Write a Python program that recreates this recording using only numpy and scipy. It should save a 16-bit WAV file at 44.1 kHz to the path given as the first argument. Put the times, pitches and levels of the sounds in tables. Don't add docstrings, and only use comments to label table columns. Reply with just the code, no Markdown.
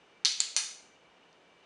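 import sys
import numpy as np
from scipy import signal
from scipy.fft import rfft, irfft, next_fast_len
from scipy.io import wavfile

SR = 44100
rng = np.random.default_rng(int(sys.argv[2]) if len(sys.argv) > 2 else 0)


def inscribe(sig):
    pcm = np.round(np.clip(np.atleast_2d(sig).T, -1, 1) * 32767)
    wavfile.write(sys.argv[1], SR, pcm.astype(np.int16))


N = 72765


def undb(db):
    return 10 ** (np.asarray(db) / 20)


def unit(x):
    return x / np.sqrt(np.sum(x ** 2))


def along(hz, points):
    f, v = np.array(points, float).T
    return np.interp(np.log(np.maximum(hz, 1)), np.log(f), v)


def shape(x, response):
    size = next_fast_len(len(x) + SR // 10, real=True)
    return irfft(rfft(x, size) * response(np.fft.rfftfreq(size, 1 / SR)), size)[:len(x)]


def resonance(f, hz, width_hz):
    return 1j * f * width_hz / (hz ** 2 - f ** 2 + 1j * f * width_hz)


def delay(x, s):
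    return np.concatenate([np.zeros(int(max(s, 0) * SR)), x])[:len(x)]


def minimum_phase(gain):
    cepstrum = irfft(np.log(gain + 1e-6))
    half = len(cepstrum) // 2
    fold = np.concatenate([[1], np.full(half - 1, 2), [1], np.zeros(half - 1)])
    return irfft(np.exp(rfft(cepstrum * fold)))


def coloured_noise(response):
    return np.sqrt(N) * unit(shape(rng.standard_normal(N), response))


def hiss():
    # frequency in Hz, relative level in dB.
    spectrum = [(15, -57.5), (25, -25), (50, -15.5), (96, -17.5), (182, -11), (319, -5), (353, -5),
                (433, -2), (573, -5), (685, -4.5), (2160, -12), (2930, -11.5), (3320, -16), (6120, -24.5),
                (11000, -39), (14300, -77.5), (22000, -120)]
    # centre in Hz, filter width in Hz, level in dB.
    peaks = [(177, 47, -78), (2325, 45, -72.5), (2893, 250, -73), (3644, 80, -82), (6150, 220, -85.5)]
    bed = undb(-62) * coloured_noise(lambda f: undb(along(f, spectrum)))
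    for hz, width_hz, db in peaks:
        bed += undb(db) * coloured_noise(lambda f: resonance(f, hz, width_hz) ** 2)
    return bed


def block_clack(colour_db, ring_factor):
    # pitch in Hz, base ring time (t60) in seconds, relative level in dB.
    modes = [(880, 0.013, -26), (1300, 0.029, -30), (1652, .024, -27.5), (2126, 0.018, -19.5),
             (2503, 0.023, -20.5), (2997, 0.01, -13), (3685, 0.0071, -6), (4328, 0.0092, -2.5),
             (4810, 0.0046, -3), (6000, 0.0071, -7), (6660, 0.015, -11.5), (7250, 0.0069, -5.5),
             (8710, .008, -14.5), (9384, 0.0047, -15)]
    bands_hz = [1500, 4400, 6000, 7200, 9400]
    f = np.fft.rfftfreq(4096, 1 / SR)
    power = 0
    for hz, t60, db in modes:
        decay_s = t60 * ring_factor / np.log(1000)
        mode = undb(db) * decay_s * SR / 2 * resonance(f, hz, width_hz=1 / (np.pi * decay_s))
        power += np.abs(mode) ** 2
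    power += undb(-16) ** 2 * power.mean()
    power *= f ** 4 / (f ** 4 + 590 ** 4)
    colour = undb(along(f, list(zip(bands_hz, colour_db))))
    clack = minimum_phase(np.sqrt(power) * colour)
    clack = np.pad(clack, (0, N - len(clack)))
    return shape(clack, lambda f: 1 - 2 * resonance(f, hz=5040, width_hz=1700))


def room_response():
    # delay in seconds, relative level in dB.
    echoes = [(.0068, -8), (.0115, -12), (.0143, -16), (.0172, -16.5)]
    # band centre in Hz, reverb time (t60) in seconds.
    decays = [(500, 0.083), (1300, 0.5), (2500, 0.52), (4400, 0.47), (6500, 0.52), (9500, 0.43)]
    scatter_s, build_s = 0.00018, 0.001
    t = np.arange(SR // 2) / SR
    early = 0
    for s, db in echoes:
        slap = unit(rng.standard_normal(len(t)) * np.exp(-t / scatter_s))
        early += undb(db) * delay(slap, s)
    noise, tail = rng.standard_normal(len(t)), 0
    centres = [hz for hz, _ in decays]
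    for share, (_, t60) in zip(np.eye(len(centres)), decays):
        band = shape(noise, lambda f: along(f, list(zip(centres, share))))
        tail += band * np.exp(-np.log(1000) * t / t60)
    tail *= 1 - np.exp(-t / build_s)
    return early + undb(1.5) * unit(tail)


def tumbling_blocks():
    # start in seconds, gain in dB, five band gains in dB from low to
    # high, beamed pitch in Hz, beam boost in dB, room send in dB, ring time factor.
    contacts = [(.2493, -13.5, -5, 0.5, 3.5, -10.5, -6.5, 5560, 7.5, 5, 0.85),
                (0.2555, -9.5, -1, 2.5, -7, -9, -3.5, 3800, 1, -0.5, 0.67),
                (.3222, -29, -8.5, -2.5, 7.5, 1.5, -1.5, 7000, 9.5, -12, 0.33),
                (.4029, -18, 2, -1.5, 0.5, -1, 0, 4525, 1.5, 2, 0.81),
                (.4038, -15, -7.5, 5, -5.5, 5.5, -6.5, 7200, 13.5, -1.5, 0.46),
                (0.5648, -15, 4, -4, 5, -2.5, 2, 5900, 6, 2.5, 1.38),
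                (.5668, -23, 4.5, -3.5, 0.5, -3, 11.5, 9400, 7, 4.5, 0.858),
                (1.329, -56.5, -12, -6.5, 0.5, -12, -12, 5000, 9, -8.5, 1.4)]
    out = np.zeros(N)
    for start_s, db, *colour_db, beam_hz, beam_db, send_db, ring_factor in contacts:
        clack = undb(db) * delay(block_clack(colour_db, ring_factor), start_s)
        out += shape(clack, lambda f: 1 + (undb(beam_db) - 1) * resonance(f, beam_hz, width_hz=1400))
        out += undb(send_db) * signal.fftconvolve(clack, room_response())[:N]
    return out


def ribbon_rubs():
    # midpoint in seconds, length in seconds, level at the crest in dB.
    rubs = [(1.228, 0.025, -68.5), (1.65, 0.031, -65.5)]
    t = np.arange(N) / SR
    friction = coloured_noise(lambda f: resonance(f, hz=2850, width_hz=1040) ** 2)
    swells = sum(undb(db) * np.exp(-2 * ((t - mid_s) / length_s) ** 2) for mid_s, length_s, db in rubs)
    return friction * swells


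def scene():
    return (tumbling_blocks() + ribbon_rubs() + hiss())[None]


def record(dry):
    # frequency in Hz, gain in dB.
    mic_curve = [(100, 0), (8000, -1.5), (9700, -1.5), (10600, -8.5), (11500, -25.5)]
    cutoff_hz = 11500
    dulled = np.array([shape(x, lambda f: undb(along(f, mic_curve))) for x in dry])
    return signal.sosfilt(signal.ellip(8, .2, 70, cutoff_hz, fs=SR, output="sos"), dulled)


dry = scene()
out = record(dry)
inscribe(out)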